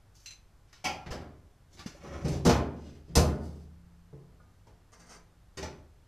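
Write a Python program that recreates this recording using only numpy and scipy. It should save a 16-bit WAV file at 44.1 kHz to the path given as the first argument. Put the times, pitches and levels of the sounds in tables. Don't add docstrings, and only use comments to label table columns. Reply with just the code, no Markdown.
import sys
import numpy as np
from scipy import signal
from scipy.fft import rfft, irfft
from scipy.io import wavfile

SR = 44100
rng = np.random.default_rng(int(sys.argv[2]) if len(sys.argv) > 2 else 0)


def log_audio(samples):
    frames = np.atleast_2d(samples).T
    limited = np.clip(frames, -1, 1)
    pcm = np.round(limited * 32767).astype(np.int16)
    wavfile.write(sys.argv[1], SR, pcm)


N = 267819
T = np.arange(N) / SR
TAIL = T[:2 * SR]


def undb(db):
    return 10 ** (np.asarray(db) / 20)


def decay(t, t60):
    return np.exp(-np.log(1000) * t / t60)


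def lookup(points, hz):
    f, value = np.transpose(points)
    return np.interp(np.log(np.maximum(hz, 1)), np.log(f), value)


def colour(x, points):
    size = 8192
    gain = undb(lookup(points, np.fft.rfftfreq(size, 1 / SR)))
    cepstrum = irfft(np.log(gain))
    cepstrum[1:size // 2] *= 2
    cepstrum[size // 2 + 1:] = 0
    impulse = irfft(np.exp(rfft(cepstrum)))
    return signal.fftconvolve(x, impulse[None], axes=-1)[:, :x.shape[-1]]


def add(out, s, x):
    i = int(s * SR)
    out[:, i:i + x.shape[-1]] += x[..., :N - i]


def air_noise(count, side_db=-11.0, side_hz=4500):
    mid, side = rng.standard_normal((2, count))
    treble_only = signal.butter(12, side_hz, "high", fs=SR, output="sos")
    side = signal.sosfilt(treble_only, side) * undb(side_db)
    return np.array([mid + side, mid - side])


def wander(rate, count, channels=1):
    knots = rng.standard_normal((channels, 1024))
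    position = np.arange(count) * rate / SR
    return np.array([np.interp(position, np.arange(1024), k) for k in knots])


# (frequency [Hz], relative level [dB per Hz])
ROOM_COLOUR = [(20, -4.5), (60, -5.5), (120, -8.5), (220, -21), (450, -25), (800, -26), (1400, -29),
               (2500, -36), (6000, -39.5), (14000, -46.5)]
ROOM_DB = -61
# (frequency [Hz], rms level before wavering [dB])
HUM_TONES = [(48.4, -66.5), (96.9, -69)]


def room_tone(waver=0.19):
    noise = colour(air_noise(N), ROOM_COLOUR)
    hum = 0
    for hz, db in HUM_TONES:
        sway = wander(10.0, N)
        tone = np.sin(2 * np.pi * hz * T + sway)
        hum = hum + np.sqrt(2) * undb(db) * (1 + waver * sway) * tone
    return noise * undb(ROOM_DB) / np.std(noise) + hum


def favoured(hz, spread_db=2.5):
    octaves = np.arange(0, 15, 1 / 18)
    favour = rng.standard_normal(len(octaves))
    favour_db = spread_db * np.interp(np.log2(np.maximum(hz, 1)), octaves, favour)
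    return undb(favour_db * (hz > 300))


# (frequency [Hz], t60 [s])
DENSE_DECAY = [(60, 0.98), (180, 1.15), (450, 0.88), (1000, 0.7238), (2500, 0.6152), (5000, 0.4823),
               (8000, 0.55), (13000, 0.49)]
# (frequency [Hz], level [dB])
DENSE_COLOUR = [(25, -33), (45, -14.5), (70, 3.5), (110, -4.5), (170, -3.5), (400, 0), (800, -0.5),
                (1300, -1), (3400, -6), (5900, 2), (8300, -6), (14000, -3)]


def wash(length, treble_length=None, early=1.1, early_s=0.041):
    t = TAIL[:SR]
    spectrum, f = rfft(air_noise(SR)), np.fft.rfftfreq(SR, 1 / SR)
    equal_power = np.sqrt(SR / 2 / np.log(2) / np.maximum(f, 1))
    spectrum = spectrum * favoured(f) * undb(lookup(DENSE_COLOUR, f)) * equal_power
    lengths = [(1400, length), (4500, treble_length or length)]  # (frequency [Hz], decay factor)
    out = 0
    for hz in 20 * 2 ** (np.arange(20) / 2):
        band = irfft(spectrum * ((f >= hz) & (f < hz * np.sqrt(2))))
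        crack = 1 + early * min(hz / 7000, 1) * np.exp(-t / early_s)
        out = out + band * crack * decay(t, lookup(lengths, hz) * lookup(DENSE_DECAY, hz))
    return np.pad(out, ((0, 0), (0, len(TAIL) - SR)))


def ring(modes, length=1, scatter_db=1.5):
    out = np.zeros(len(TAIL))
    for hz, db, t60 in modes:
        count = min(int(1.5 * t60 * length * SR), len(TAIL))
        t = TAIL[:count]
        depth = np.clip(hz / 1200, .2, .7)
        swell, sway = depth * wander(hz / 30, count, channels=2)
        phase = 2 * np.pi * (hz * t + rng.random()) + 2 * sway
        level = undb(db + scatter_db * rng.standard_normal())
        out[:count] += level * (1 + swell) * np.sin(phase) * decay(t, t60 * length)
    return out


def stroke(swell_s, fade_s):
    t = TAIL[:int((swell_s + fade_s) * SR)]
    falter = undb(2.5 * wander(35, len(t))[0])
    return np.interp(t, [0, swell_s, swell_s + fade_s], [0, 1, 0]) * falter


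def slips(pressure, slips_per_s=700, spread_db=3):
    chance, sign, size = rng.random((3, len(pressure)))
    size_db = spread_db * np.minimum(-np.log(size), 4)
    kicks = (chance < slips_per_s / SR) * np.sign(sign - .5) * undb(size_db)
    even_level = kicks / (np.std(kicks) + 1e-9)
    return even_level * pressure / np.sqrt(.02 * SR)


PUSH_STEEPNESS, CLICK_STEEPNESS = 1.58, 2.45


def contact(push_db, push_hz, click_db, click_hz, octaves):
    hz = np.geomspace(20, SR / 2, 60)
    push = undb(push_db) ** 2 / (1 + (hz / push_hz) ** (2 * PUSH_STEEPNESS))
    above, below = hz / click_hz, click_hz / 2 ** octaves / hz
    click = undb(click_db) ** 2 / (1 + above ** (2 * CLICK_STEEPNESS) + below ** (2 * CLICK_STEEPNESS))
    return np.column_stack([hz, 10 * np.log10(push + click)])


# (frequency [Hz], relative level [dB], t60 before length scaling [s])
CABINET_MODES = [(76.1, -5.5, 1.83), (137.3, -2.5, 1.19), (166.8, 2, 0.691), (232.6, -7.5, 1.2),
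                 (296, -11, 0.75), (357, -5, 0.85), (404, -8.5, 0.94), (461.7, 1.5, 0.29),
                 (500, -5.5, 0.55), (605, -8, 0.8), (620, -7, 0.42), (705, -6.5, 0.69), (833, -6, 0.58),
                 (1036, -9.5, 0.71), (1445, -9, 0.31), (1800, -9, 0.12), (5300, -15, 0.38)]


def slide(pressure, length=0.49, modes_db=-2):
    body = wash(length) + undb(modes_db) * ring(CABINET_MODES, length)
    return signal.fftconvolve(body, slips(pressure)[None], axes=-1)


# (start [s], swell [s], fade [s], rumble level [dB], hiss level [dB], hiss reach [Hz])
SLIDING_STROKES = [ (.139, 0.014, 0.17, -90.5, -63.5, 9000), (0.661, 0.11, 0.08, -84, -66, 4800),
                   (1.678, 0.057, 0.51, -69.5, -67.5, 7000), (1.76, 0.04, 0.015, -58.5, -47.5, 4400),
                   (1.93, 0.2, 0.15, -56, -54.5, 2300), (2.021, 0.015, 0.48, -51.5, -64, 6000),
                   (2.251, .09, 0.11, -47, -54.5, 6500), (2.66, 0.17, 0.31, -62, -68, 5000),
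                   (3.332, 0.1, 0.26, -60, -67.5, 8100)]
RUMBLE_REACH_HZ, HISS_OCTAVES = 483.8, 1.48
# (start [s], swell [s], fade [s], level [dB])
BRACKET_SCRAPE = (2, .17, .12, -65.5)


def rubs():
    out = np.zeros((2, N))
    for s, swell_s, fade_s, rumble_db, hiss_db, hiss_hz in SLIDING_STROKES:
        outline = contact(rumble_db, RUMBLE_REACH_HZ, hiss_db, hiss_hz, HISS_OCTAVES)
        add(out, s, colour(slide(stroke(swell_s, fade_s)), outline))
    s, swell_s, fade_s, db = BRACKET_SCRAPE
    low_modes = [mode for mode in BRACKET_MODES if mode[0] < 4000]
    bracket = ring(low_modes, length=0.4)
    add(out, s, undb(db) * signal.fftconvolve(bracket, slips(stroke(swell_s, fade_s))))
    return out


def build_up(ms):
    return 1 - np.exp(-TAIL * 1000 / ms)


# (frequency [Hz], relative level [dB], t60 [s])
FITTING_MODES = [(2590, -13, 0.28), (2720, -4, 0.19), (4000, -3, 0.26), (4170, 2, 0.19), (6040, -2.5, 0.22),
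                 (6100, -5, 0.22), (7430, -8, 0.19)]
# (time [s], level [dB], build-up [ms])
FITTING_CLINKS = [(0.259, -45, 0.44), (0.307, -51.5, 0.45)]
# (frequency [Hz], relative level [dB], t60 [s])
BRACKET_MODES = [(371, -8, 0.47), (751, -1.5, 0.47), (836, 0, 0.42), (874, -11, 0.47), (1052, -7.5, 0.28),
                 (1353, -10, 0.65), (2248, 0.5, 0.2), (2437, -5.5, 0.43), (2700, -7, 0.22), (3040, -3, 0.2),
                 (3206, -2.5, 0.27), (4690, -4, 0.27), (5020, -4, 0.26)]
# (time [s], level [dB], build-up [ms])
BRACKET_CLINKS = [(.841, -39.5, 2.6), (.851, -35.5, 2.6), (.888, -48.5, 1.5)]


def clinks(modes, blows, tick, length):
    out = np.zeros((2, N))
    for s, db, ms in blows:
        seated = [(hz * (1 + .007 * rng.standard_normal()), *rest) for hz, *rest in modes]
        add(out, s, undb(db) * build_up(ms) * (ring(seated) + colour(wash(length), tick)))
    return out


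# (time [s], build-up [ms], push level [dB], push reach [Hz], click level [dB], click reach [Hz])
CABINET_BLOWS = [ (0.728, 0.51, -83, 300, -56.5, 4840), (.841, 6, -44.5, 700, -40, 8200),
                 (1.059, 4.9, -45, 197, -46.5, 2960), (1.104, 10.4, -42.5, 1730, -44.5, 6400),
                 (1.207, 3.8, -56.5, 1490, -67, 5000), (1.861, 0.68, -56, 603, -48, 5500),
                 (2.243, 17, -32, 309.3, -44, 5300), (2.279, 1.3, -46, 328.3, -49, 9000),
                 (2.450, 1.1, -32, 1020, -39, 9000), (2.461, 2, -29.5, 1275, -34.5, 7200),
                 (2.490, 3.8, -29, 1310, -31.5, 5800), (3.075, 29, -42, 163.6, -63, 5530),
                 (3.1529, 1.8, -32, 780, -27.5, 9600), (3.168, 0.67, -27, 780, -35, 7000),
                 (4.127, .9, -56.5, 453, -81, 5030), (4.4, 0.89, -69, 299.3, -72.5, 1700),
                 (4.668, 1.74, -65.5, 920, -68.5, 5770), (5.57, 5.5, -47, 407, -44.5, 5600),
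                 (5.625, 2.4, -46.5, 1500, -43.5, 5000)]
CLICK_OCTAVES = 1.735
TAP_RING, PUSH_RING, TREBLE_RING = 0.39, 0.99, 0.62


def knocks(modes_db=1.0, wash_db=-0.68, rattle_db=0.26, rattle_hz=90):
    out = np.zeros((2, N))
    for s, ms, push_db, push_hz, click_db, click_hz in CABINET_BLOWS:
        push_share = 1 / (1 + undb(click_db - push_db))
        length = TAP_RING + (PUSH_RING - TAP_RING) * push_share
        chatter = undb(rattle_db * wander(rattle_hz, len(TAIL)))
        dense = undb(wash_db) * wash(length, TREBLE_RING) * chatter
        panels = undb(modes_db) * ring(CABINET_MODES, length)
        outline = contact(push_db, push_hz, click_db, click_hz, CLICK_OCTAVES)
        add(out, s, colour((dense + panels) * build_up(ms), outline))
    return out


# (time
# [s], frequency [Hz], level [dB], t60 [s])
SHORT_TONES = [(1.07, 45.8, -47, 0.28), (1.109, 62, -24.5, 0.062), (1.8604, 210, -21.5, 0.029),
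               (1.948, 570, -45, .07), (2.2466, 158, -21, 0.18), (2.469, 180, -16.5, 0.13),
               (3.172, 177, -5, 0.041), (3.171, 68.8, -16, 0.26), (4.399, 1440, -61, 0.13),
               (4.670, 933, -54, 0.091)]


def thumps(rise_ms=1.4):
    out = np.zeros((2, N))
    for s, hz, db, t60 in SHORT_TONES:
        flex = np.sin(2 * np.pi * hz * TAIL) * decay(TAIL, t60)
        add(out, s, undb(db) * build_up(rise_ms) * flex)
    return out


# (time [s], frequency [Hz], level [dB])
SINGING_TONES = [(1.109, 1750, -48), (2.223, 147.5, -37.5), (2.453, 245, -21), (2.452, 470.4, -24.5),
                 (4.129, 139.8, -44.5), (4.129, 433, -50), (4.4, 1226, -64), (4.670, 430, -59),
                 (4.670, 847, -61), (5.572, 385, -42), (5.572, 2350, -51), (5.626, 614.6, -44.5),
                 (5.627, 873, -44), (5.627, 1365, -49), (5.628, 6000, -48)]
SINGING_RING = 0.55
# (time [s], level [dB])
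DRONE_STARTS = [(3.17, -43.5), (4.983, -63)]
DRONE_HZ, DRONE_T60_S = 172.3, 3.6


def rings(rise_ms=2):
    out = np.zeros((2, N))
    tones = [(s, hz, db, SINGING_RING * lookup(DENSE_DECAY, hz)) for s, hz, db in SINGING_TONES]
    tones += [(s, DRONE_HZ, db, DRONE_T60_S) for s, db in DRONE_STARTS]
    for s, *mode in tones:
        add(out, s, build_up(rise_ms) * ring([mode], scatter_db=0))
    return out


# (start [s], swell [s], fade [s], level [dB])
EDGE_STROKES = [(4.915, 0.0098, 0.037, -54), (4.96, 0.04, 0.092, -57), (5.04, 0.063, 0.089, -52.5)]
# (frequency [Hz], level [dB])
EDGE_COLOUR = [(100, -17), (400, -9.5), (700, -10), (1050, -5), (2400, -6.5), (3600, -14), (6300, -5.5),
               (13000, -23)]
# (frequency [Hz], relative level [dB], t60 [s])
EDGE_MODES = [(1040, 1.5, 0.17), (1887, -2.5, 0.24), (4670, -4, 0.25), (6500, 2, 0.097), (8720, -0.5, 0.13)]
# (time [s], level [dB], build-up [ms])
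EDGE_CLINKS = [(5.571, -49, 3.6)]


def drag(modes_db=-11, length=0.49):
    out = np.zeros((2, N))
    body = colour(wash(length), EDGE_COLOUR) + undb(modes_db) * ring(EDGE_MODES)
    for s, swell_s, fade_s, db in EDGE_STROKES:
        grains = slips(stroke(swell_s, fade_s), slips_per_s=500)
        add(out, s, undb(db) * signal.fftconvolve(body, grains[None], axes=-1))
    return out


def scene():
    # (frequency [Hz], level [dB])
    fitting_tick = [(600, -40), (2500, -5.0), (6000, -8.5), (9000, -11.0), (13000, -22)]
    bracket_tick = [(400, -18.5), (780, 0.5), (1300, -10.5), (2700, 1.5), (3800, -10),
                    (6000, -5.5), (9000, -33)]
    fitting = clinks(FITTING_MODES, FITTING_CLINKS, fitting_tick, length=0.54)
    bracket = clinks(BRACKET_MODES, BRACKET_CLINKS, bracket_tick, length=0.71)
    edge = drag() + clinks(EDGE_MODES, EDGE_CLINKS, EDGE_COLOUR, length=0.89)
    return room_tone() + rubs() + fitting + bracket + knocks() + thumps() + rings() + edge


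def record(dry):
    top_hz = 14250
    return signal.sosfilt(signal.ellip(10, .2, 70, top_hz, fs=SR, output="sos"), dry)


dry = scene()
out = record(dry)
log_audio(out)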